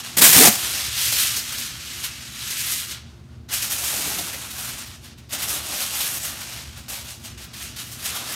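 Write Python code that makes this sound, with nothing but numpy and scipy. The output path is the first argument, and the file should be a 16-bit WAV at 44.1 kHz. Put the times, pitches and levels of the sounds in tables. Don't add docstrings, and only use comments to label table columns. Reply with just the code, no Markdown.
import sys
import numpy as np
from scipy import signal
from scipy.fft import rfft, irfft
from scipy.io import wavfile

SR = 44100
rng = np.random.default_rng(int(sys.argv[2]) if len(sys.argv) > 2 else 0)


def boost_factor(decibels):
    exponent = np.asarray(decibels, float) / 20
    return 10 ** exponent


def waveform_to_disk(signal):
    frames = np.transpose(np.atleast_2d(signal))
    scaled = np.clip(frames, -1, 1) * 32767
    samples = np.round(scaled).astype(np.int16)
    wavfile.write(sys.argv[1], SR, samples)


N = 368214


def rms_one(x):
    return x / np.sqrt(np.mean(x ** 2) + 1e-20)


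def at_hz(points, hz):
    table = np.array(points)
    return np.interp(np.log(hz), np.log(table[:, 0]), table[:, 1])


def drift(rate_hz):
    r = np.exp(-32 * np.pi * rate_hz / SR)
    noise = rng.standard_normal(N // 16 + 3002)
    slow = signal.lfilter([1], [1, -2 * r, r * r], noise)[3000:]
    return np.interp(np.arange(N) / 16, np.arange(len(slow)), rms_one(slow))


def resonance(x, hz, width_hz):
    r = np.exp(-np.pi * width_hz / SR)
    poles = [1, -2 * r * np.cos(2 * np.pi * hz / SR), r * r]
    return signal.lfilter([(1 - r * r) / 2, 0, (r * r - 1) / 2], poles, x + 1e-18)


def gestures(rows, floor_db, dulls=0):
    s = np.arange(0, N + 64, 64) / SR
    peak_s, db, swell_s, fade_s, *tint = np.transpose(sorted(rows))
    after = np.searchsorted(peak_s, s)
    last, coming = np.maximum(after - 1, 0), np.minimum(after, len(db) - 1)
    fade = np.where(after > 0, fade_s[last], swell_s[0]).clip(.001)
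    swell = np.where(after < len(db), swell_s[coming], fade_s[-1]).clip(.001)
    fading = db[last] - 10 * abs(s - peak_s[last]) / fade
    swelling = db[coming] - 10 * abs(s - peak_s[coming]) / swell
    level_db = np.maximum(np.maximum(fading, swelling), floor_db)
    lull_db = level_db - np.interp(s, peak_s, db)
    colour = np.interp(s, peak_s, sum(tint) + 0 * db) + dulls * lull_db
    return [np.interp(np.arange(N) / SR, s, curve) for curve in (level_db, colour)]


# (f/Hz, level/dB per Hz)
RUMBLE_COLOUR = [(18, -49), (30, -32), (61, 0), (144, -6), (182, -10), (237, -9.5), (307, -22), (350, -11),
                 (399, -40), (532, -28), (673, -32), (4090, -42), (15500, -70)]
# (f/Hz, width/Hz, level/dB)
MOTOR_LINES = [(74.4, 8, -53), (119.3, 13, -50.5), (235.6, 10, -55), (356.3, 10, -68)]
# (peak t/s, level/dB above the usual, swell t/s per 10 dB, fade t/s per 10 dB)
PASSES = [
    (.71, 5, .2, 3.1),
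    (1.37, 4.5, 3.1, .155),
    (2.12, 4, .7, .06),
    (3.34, 3.5, 1.7, 1.1),
    (4.91, .5, 1.6, .53),
    (5.5, 4, .3, .3),
    (5.85, -1, .08, .35),
    (6.8, 5, .6, .4),
    (7.35, 8.5, .1, .07),
    (7.9, -.5, 3.1, .65),
]


def yard():
    rumble_db, lull_db = -45, -14
    hz = np.maximum(np.fft.rfftfreq(N, 1 / SR), 1)
    spectrum = rfft(rng.standard_normal(N)) * boost_factor(at_hz(RUMBLE_COLOUR, hz))
    rumble = rms_one(irfft(spectrum, N))
    motor = np.zeros(N)
    for line_hz, width_hz, db in MOTOR_LINES:
        motor += boost_factor(db) * rms_one(resonance(rng.standard_normal(N), line_hz, width_hz))
    swell_db = gestures(PASSES, lull_db)[0]
    swell = boost_factor(swell_db - np.median(swell_db))
    low_pass = signal.butter(2, 150, fs=SR, output="sos")
    deep = signal.sosfilt(low_pass, boost_factor(rumble_db - 8) * rumble + motor)
    return boost_factor(rumble_db - 2.5) * rumble + motor + (swell - 1) * deep


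# (f/Hz, width/Hz, level/dB)
WOOD_TONES = [(185, 80, 2), (283.5, 72, 3.5), (360, 98, -5), (645, 40, -4.5)]
# (peak t/s, level/dB, swell t/s per 10 dB, fade t/s per 10 dB)
SHIFTS = [
    (.7, -41.5, .7, .43),
    (1.37, -48, 3.1, 1.1),
    (4.09, -34.5, .35, .4),
    (5.335, -41, .015, .2),
    (5.56, -33.5, .13, .036),
    (5.74, -35, 0.1, .07),
    (6.23, -42, .8, .3),
    (7.3, -51, 1.3, 3.1),
    (8.35, -41, .7, 2),
]


def wooden_ring():
    bumps = rng.standard_normal(N) * boost_factor(2 * drift(25))
    body = np.zeros(N)
    for hz, width_hz, db in WOOD_TONES:
        body += boost_factor(db) * resonance(resonance(bumps, hz, width_hz), hz, 2 * width_hz)
    level_db = gestures(SHIFTS, -54)[0]
    return boost_factor(level_db - 7.5) * rms_one(body)


# (t/s, peak level/dB, f/Hz)
TAPS = [(3.522, -36, 727), (3.601, -39, 993), (4.114, -33, 856), (4.186, -29, 703), (4.336, -35, 536),
        (4.435, -37, 942), (4.586, -34, 751), (5.327, -31, 606), (5.432, -35, 840), (5.56, -32, 603),
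        (5.613, -39, 681), (5.728, -30, 606), (5.802, -30, 552), (5.925, -35, 778), (5.994, -33, 834),
        (6.229, -36, 719), (6.9, -40, 743), (7.254, -41, 659), (7.599, -45, 705), (8.148, -34, 732),
        (8.214, -34, 991)]


def taps():
    t60_s, rise_s, trim_db = .12, .004, -3
    out, s = np.zeros(N + SR), np.arange(SR // 5) / SR
    for start, peak_db, hz in TAPS:
        neighbour_hz = hz * rng.uniform(1.05, 1.3)
        pair = np.sin(2 * np.pi * hz * s) + .6 * np.sin(2 * np.pi * neighbour_hz * s)
        at = round(start * SR)
        out[at:at + len(s)] += pair * (1 - np.exp(-s / rise_s)) * boost_factor(peak_db + trim_db - 60 * s / t60_s)
    return out[:N]


# (f/Hz, t/s to fall by 60 dB)
RING_ON = [(300, 0.15), (1500, 0.44), (5000, 0.4), (15000, 0.126)]


def shimmer(x):
    s, tails = np.arange(SR // 2) / SR, 0
    for hz in 180 * 2. ** np.arange(7):
        band = signal.butter(1, [hz / np.sqrt(2), hz * np.sqrt(2)], "band", fs=SR, output="sos")
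        noise = signal.sosfilt(band, rng.standard_normal((2, len(s))))
        tails = tails + noise * boost_factor(-60 * s / at_hz(RING_ON, hz))
    tails = tails * (1 - np.exp(-s / 0.0011))
    turn = 2.36 * drift(3.46)
    shares = x * np.array([np.cos(turn), np.sin(turn)])
    return signal.fftconvolve(shares, tails / np.linalg.norm(tails[0]), axes=1).sum(0)[:N]


# (t/s, peak level/dB, f/Hz, t/s to
# fall by 60 dB)
FOLDS = [(1.119, -10, 4150, 0.25), (1.361, -12, 5220, 0.2), (1.577, -21, 5410, 0.25),
         (2.037, -20, 3270, 0.13), (2.501, -20, 5140, 0.17), (2.901, -28, 2800, 0.15),
         (3.516, -24, 7430, 0.151), (3.6972, -20, 6620, 0.27), (3.7813, -19, 7110, 0.16),
         (3.838, -16, 5340, 0.11), (4.1835, -14, 3800, 0.084), (4.5048, -22, 2890, 0.11),
         (5.324, -18.5, 6950, 0.121), (5.4215, -16.5, 2760, 0.087), (5.4797, -18, 5540, 0.27),
         (6.0028, -14, 3130, 0.2), (6.228, -25, 6670, 0.25), (6.403, -25, 4300, 0.19),
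         (6.5248, -27, 3770, 0.15), (6.772, -32, 1520, 0.14), (6.8847, -26, 6630, 0.19),
         (7.2361, -32, 3640, 0.15), (7.4368, -29.5, 2800, 0.12), (7.536, -40, 3260, 0.151),
         (7.7624, -29.5, 5220, 0.151), (7.863, -29, 2760, 0.13), (7.9157, -26, 4870, 0.12),
         (7.9919, -34.5, 3710, 0.15), (8.042, -25.5, 5000, 0.151), (8.148, -22, 1840, 0.161),
         (1.5193, -19.5, 4610, 0.12), (1.871, -33, 3980, 0.11), (4.3296, -19.5, 1800, 0.11),
               (4.5799, -21, 3280, 0.12), (4.689, -20, 2720, 0.084), (4.7796, -25, 6860, 0.12),
               (5.797, -18, 4810, 0.11), (7.0444, -29, 1500, 0.098), (7.6188, -24.5, 6480, 0.13),
               (8.3195, -20, 1900, 0.13), (3.4892, -36.5, 2550, 0.13), (5.0388, -37, 2600, 0.15),
               (5.1793, -41, 2940, 0.151), (5.2911, -35, 3650, 0.17), (7.1783, -44, 4560, 0.15),
               (7.3763, -37.5, 3080, 0.15), (2.728, -20, 4000, 0.13)]
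# (t/s, peak level/dB, f/Hz)
LESSER_CREASES = [(0.179, -3, 5770), (0.3294, -1, 8320), (0.9644, -12, 3750), (1.0104, -10, 4140),
                  (1.0494, -9, 5470), (1.1794, -7, 5380), (1.3044, -11, 3840), (1.4904, -17, 2720),
                  (1.9964, -21, 3020), (2.3174, -25, 4010), (2.5734, -14, 5690), (3.5264, -10, 4340),
                  (4.8654, -26, 2770), (5.3884, -18, 3790), (5.6484, -21, 3930), (6.3674, -21, 2850),
                  (6.8917, -19, 6610), (6.9294, -19, 11900), (7.2524, -24, 3670), (7.4104, -30, 3890),
                  (7.5634, -24, 5140), (7.8925, -26, 2650), (8.0234, -16, 2640), (8.2784, -18, 4260)]


def folds():
    out, s = np.zeros(N + SR), np.arange(SR // 6) / SR
    lesser = [(start, db - 7, hz, .09) for start, db, hz in LESSER_CREASES]
    for start, peak_db, hz, t60_s in FOLDS + lesser:
        sizes_db = 3.2 * np.minimum(rng.exponential(1, len(s)), 4)
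        clicks = rng.standard_normal(len(s)) * boost_factor(sizes_db)
        clicks = signal.lfilter([1, -.5], [1], clicks)
        shower = clicks + 1.8 * resonance(clicks, hz, hz)
        shower = shower + 1.2 * resonance(shower_source(clicks, hz), hz, .25 * hz)
        at = round(start * SR)
        dying = boost_factor(peak_db - 5.0 - 60 * s / t60_s) * (1 - np.exp(-s / .003))
        out[at:at + len(s)] += rms_one(shower) * dying
    return out[:N]


def creases(curves, spectrum, low_hz, per_s, spread_db, clump_db, patchy_db, sharpness):
    level_db, top_db, boom_db, slack_db = curves
    n = len(level_db)
    sizes = boost_factor(spread_db * np.minimum(rng.exponential(1, n), 5)) * rng.choice([-1, 1], n)
    clicks = sizes * (rng.random(n) < per_s * boost_factor(clump_db * drift(90)[:n]) / SR)
    dealt = rng.integers(0, 4, n)
    spells = [drift(12.1)[:n] for _ in range(3)]
    top_db, boom_db = top_db - np.median(top_db), boom_db - np.median(boom_db)
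    out, steady = np.zeros(n), np.zeros(n)
    for k, hz in enumerate(np.geomspace(low_hz, 16000, 22)):
        tilt = np.interp(np.log2(hz / 3300), [-2.2, -.6, .6, 1.7, 2.3], [-1, 0, 0, 1, 1.35])
        facet = rms_one(resonance(clicks * (dealt == k % 4), hz, hz / sharpness))
        facet *= boost_factor(at_hz(spectrum, hz)) * np.sqrt(hz)
        wide = np.exp(-(np.log2(hz / 1600) / .5) ** 2)
        steady += facet * (tilt == 0)
        change_db = max(tilt, 0) * top_db + max(-tilt, 0) * boom_db
        change_db = change_db + wide * slack_db + patchy_db * spells[k // 2 % 3]
        out += facet * boost_factor(change_db) * (-1) ** (k // 4)
    return boost_factor(level_db) * out / np.std(steady)


# (f/Hz, level/dB per Hz)
FOIL_COLOUR = [(240, -41), (400, -11.5), (459, -20.5), (624, -1.5), (943, -14.5), (1260, 0), (2190, -7),
               (2930, 0.5), (4930, -3.5), (6590, -2.5), (9230, -6), (9960, -8), (12500, -3), (15500, -18)]


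def pings(level_db, per_s, cycles, spread_db):
    at = np.flatnonzero(rng.random(N) < per_s / SR)
    pitch, size = rng.random((2, len(at), 1))
    hz, i = 2200 * (14000 / 2200) ** pitch, np.arange(360)
    decay_db = -60 * i * hz / SR / cycles
    rings = np.sin(2 * np.pi * hz * i / SR) * boost_factor(decay_db - spread_db * np.log(size + 0.031))
    out = np.zeros(N + len(i))
    np.add.at(out, at[:, None] + i, rings * boost_factor(at_hz(FOIL_COLOUR, hz)) * np.sqrt(hz / 3000))
    return boost_factor(level_db) * rms_one(out[:N])


# (peak t/s, crinkle level/dB, swell t/s per 10 dB, fade t/s per 10 dB, brightness level/dB)
CARRYING = [(0.0, -33, .02, .037, -2), (0.046, -34.5, .033, .2, -4.5), (0.52, -29.5, .014, .9, 5),
            (0.652, -27.5, .17, 1.6, 0), (0.89, -29, .9, .04, -3), (1.066, -22, .155, .08, 2),
            (1.211, -21.5, .11, .17, 2), (1.633, -31, .7, .14, -2), (1.95, -34, .3, .4, -3.5),
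            (2.045, -29.5, .029, .06, 1.5), (2.11, -38, .1, 1.5, -6), (2.503, -30, .17, .125, -0.5),
            (2.593, -28.5, .073, .127, 2), (2.733, -27.5, .25, .143, 3.5), (2.917, -34, .16, .068, -1.5),
            (3.03, -50.5, 5, .17, -18), (3.2, -62, .1, 1.2, -10), (3.34, -59, .15, .15, -12)]
PRESSING = [(3.489, -44, .004, .9, -8), (3.539, -25, .027, 0.09, 2.5), (3.628, -27, .026, .075, 3.5),
            (3.722, -28, 0.03, 0.12, 4.5), (3.88, -27.5, .11, .55, 3), (4.243, -34, .3, .4, 1),
            (4.647, -33.5, .26, .23, 3), (4.785, -37, .09, .17, -1), (4.95, -46, .1, .052, -4.5),
            (5.047, -46, .04, .23, -2), (5.127, -51, .1, .03, -12), (5.191, -49.5, .025, .025, -8),
            (5.22, -57, .1, .4, -10), (5.293, -52, .003, .9, -6), (5.331, -27.5, .016, .046, 1),
            (5.433, -29, .068, .045, 3), (5.505, -31.5, .06, 1.5, 5.5), (5.572, -31.5, .9, .05, 2),
            (5.811, -30, .27, .25, 1.5), (5.99, -29.5, .22, .25, 3), (6.175, -34, 1.2, .07, 6),
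            (6.253, -32.5, .077, .136, 3.5), (6.587, -39, 3.1, .15, -3.5), (6.777, -43, .034, .107, -4)]
TURNING = [(6.883, -41, .003, .9, -3), (6.899, -36, .03, .9, 2), (6.959, -34, .3, .078, 1.5),
           (7.107, -38, .099, 0.07, -0.5), (7.228, -49.5, .33, .3, -3), (7.257, -38, .027, .075, -1),
           (7.377, -43, .003, .9, -6), (7.435, -42, .3, .05, -2), (7.49, -47.5, .9, .09, -12),
           (7.536, -42, .006, .9, -4), (7.642, -37.5, .3, .13, -0.5), (7.763, -39, .004, .9, -5),
           (7.791, -36.5, .075, .1, -1), (7.931, -41, .16, .09, 2), (8.04, -36.5, .08, .1, 0),
           (8.057, -30, .02, .17, 2.5), (8.171, -31.5, .13, .14, -1.5), (8.323, -32, .195, .09, -0.5)]
# (t/s, boom minus crinkle level/dB)
BEARING = [(.1, -10), (.7, -15), (1.0, -19.5), (1.55, -22), (2.1, -19), (2.8, -23), (3.15, -8), (3.6, -16),
           (4.0, -8), (4.7, -11.5), (5.17, -18), (5.5, -7), (6.05, -13), (6.4, -10), (6.75, -14),
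           (6.95, -11), (7.8, -18), (8.15, -8)]
# (t/s, level/dB)
SLACK = [(1.16, -1), (1.42, 1.5), (1.78, 3.5), (1.86, 0), (1.95, 1.5), (3.1, 0), (3.33, 3), (3.8, -2),
         (4.55, 1.5), (5.3, 1), (5.65, -3), (6.07, -2), (6.42, 2.5), (6.6, -1), (6.85, 1), (7.15, -6),
         (7.25, 1), (7.9, 0)]


def handling():
    s = np.arange(N) / SR
    level_db, top_db = gestures(CARRYING + PRESSING + TURNING, -80, .35)
    boom_db = np.interp(s, *np.transpose(BEARING)) + (.7 - 1) * (level_db + 35) + 1.2 * drift(8.4)
    slack_db = np.interp(s, *np.transpose(SLACK))
    free = (s < .166) | (s > .55)
    rustle = creases((level_db, top_db, boom_db, slack_db), FOIL_COLOUR, 411, per_s=11000,
                     spread_db=1.0, clump_db=1.5, patchy_db=1.5, sharpness=4.16)
    pops = pings(level_db - 11, per_s=400, cycles=18, spread_db=2.5)
    return free * (rustle + pops)


# (f/Hz, level/dB per Hz)
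RIP_COLOUR = [(53, -48), (90, -12), (136, -5), (253, -4), (407, -10), (587, -8), (728, -3), (1100, -12),
              (1620, -3), (2300, -3.5), (6200, -1.5), (12300, -3), (15500, 0.5)]
# (peak t/s, rip level/dB, swell t/s per 10 dB, fade t/s per 10 dB, rattle level/dB)
PULLS = [
    (0.170, -30, .004, .3, -6),
    (0.186, -22, .04, .047, -8),
    (0.216, -17.5, .008, .3, -8),
    (0.226, -11.5, .033, .1, -8),
    (0.297, -17, .08, .05, -12),
    (0.375, -14, .11, .5, -8),
    (0.432, -14.5, .2, .4, -8),
    (0.479, -13.5, .3, .017, -5),
    (0.512, -27.5, -3, .1, -10),
]
# (t/s, peak level/dB, main tone f/Hz, weaker second tone f/Hz)
KNOCKS = [(0.168, -20, 209, 791), (0.202, -12, 218, 452), (0.219, -9.5, 266, 670), (0.229, -14, 230, 640),
          (0.256, -12, 230, 670), (0.288, -12, 157.6, 450), (0.357, -13, 290, 400), (0.377, -7, 270, 450),
          (0.392, -4, 260, 723), (0.405, 0, 400, 290), (0.417, -4, 440, 740), (0.426, -6, 470, 720),
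          (0.443, -4, 860, 340), (0.476, -3, 215, 730), (0.472, -4, 700, 780), (0.495, -12, 223, 584),
          (0.362, -8, 150, 112), (0.476, -10, 118, 300)]


def tear():
    first, last = round(.168 * SR), round(.56 * SR)
    level_db, rattle_db = [curve[first:last] for curve in gestures(PULLS, -90)]
    out, s = np.zeros(N), np.arange(SR // 4) / SR
    out[first:last] = creases((level_db, 0 * level_db, rattle_db, 0), RIP_COLOUR, 124.5, per_s=11000,
                              spread_db=3.5, clump_db=1.6, patchy_db=1.0, sharpness=2.6)
    high_db, t60_s = -4.5, .07
    for start, peak_db, low_hz, high_hz in KNOCKS:
        tones = np.sin(2 * np.pi * low_hz * s) + boost_factor(high_db) * np.sin(2 * np.pi * high_hz * s)
        at = round(start * SR)
        out[at:at + len(s)] += tones * (1 - np.exp(-s / 0.0019)) * boost_factor(peak_db - 6.5 - 60 * s / t60_s)
    return out


def shower_source(clicks, hz):
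    return clicks


def scene():
    foil = boost_factor(-1.5) * (tear() + handling()) + folds()
    hiss = boost_factor(-71) * rng.standard_normal(N)
    mono = foil + boost_factor(-13.0) * shimmer(foil) + wooden_ring() + yard() + taps() + hiss
    return np.array([mono, mono])


# (start t/s, low f/Hz, high f/Hz)
SPLITS = [(.331, 6850, 8350), (.331, 9630, 11100), (.633, 6210, 7670), (.815, 14430, 15900),
          (1.144, 5620, 6920), (1.144, 7520, 9700), (1.887, 8190, 10330), (1.887, 10980, 12420),
          (2.188, 6240, 8290), (2.21, 12490, 15200), (7.298, 4570, 6350), (7.298, 6880, 8340),
          (7.298, 10350, 11770), (7.298, 14790, 15900)]


def split_bands(x):
    out, size = x.copy(), 2048
    window, hz = np.hanning(size), np.fft.rfftfreq(size, 1 / SR)
    for start, low_hz, high_hz in SPLITS:
        at = round(start * SR)
        band = rfft(x[0, at:at + size]) * ((hz > low_hz) & (hz < high_hz))
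        other = irfft(band * np.exp(2j * np.pi * rng.random(len(hz))), size)
        less = (np.sqrt(.5) - 1) * irfft(band, size)
        out[:, at:at + size] += window * (less + np.sqrt(.5) * other * [[1], [-1]])
    return out


def roll_off(x):
    return signal.sosfilt(signal.butter(12, 15680, fs=SR, output="sos"), x)


# (f/Hz, width/Hz, depth 0-1)
TREBLE_DIPS = [(7420, 410, 0.27), (10120, 560, 0.3), (15500, 1900, 0.34)]


def record(dry):
    heard = signal.sosfilt(signal.butter(3, 42, "high", fs=SR, output="sos"), dry)
    for hz, width_hz, depth in TREBLE_DIPS:
        heard = heard - depth * resonance(heard, hz, width_hz)
    overloaded = np.clip(heard, -.99, .99)
    cut = signal.sosfilt(signal.cheby2(20, 60, 16200, fs=SR, output="sos"), overloaded)
    mix = np.clip(split_bands(cut), -1, 1)
    return roll_off(mix)


dry = scene()
out = record(dry)
waveform_to_disk(out)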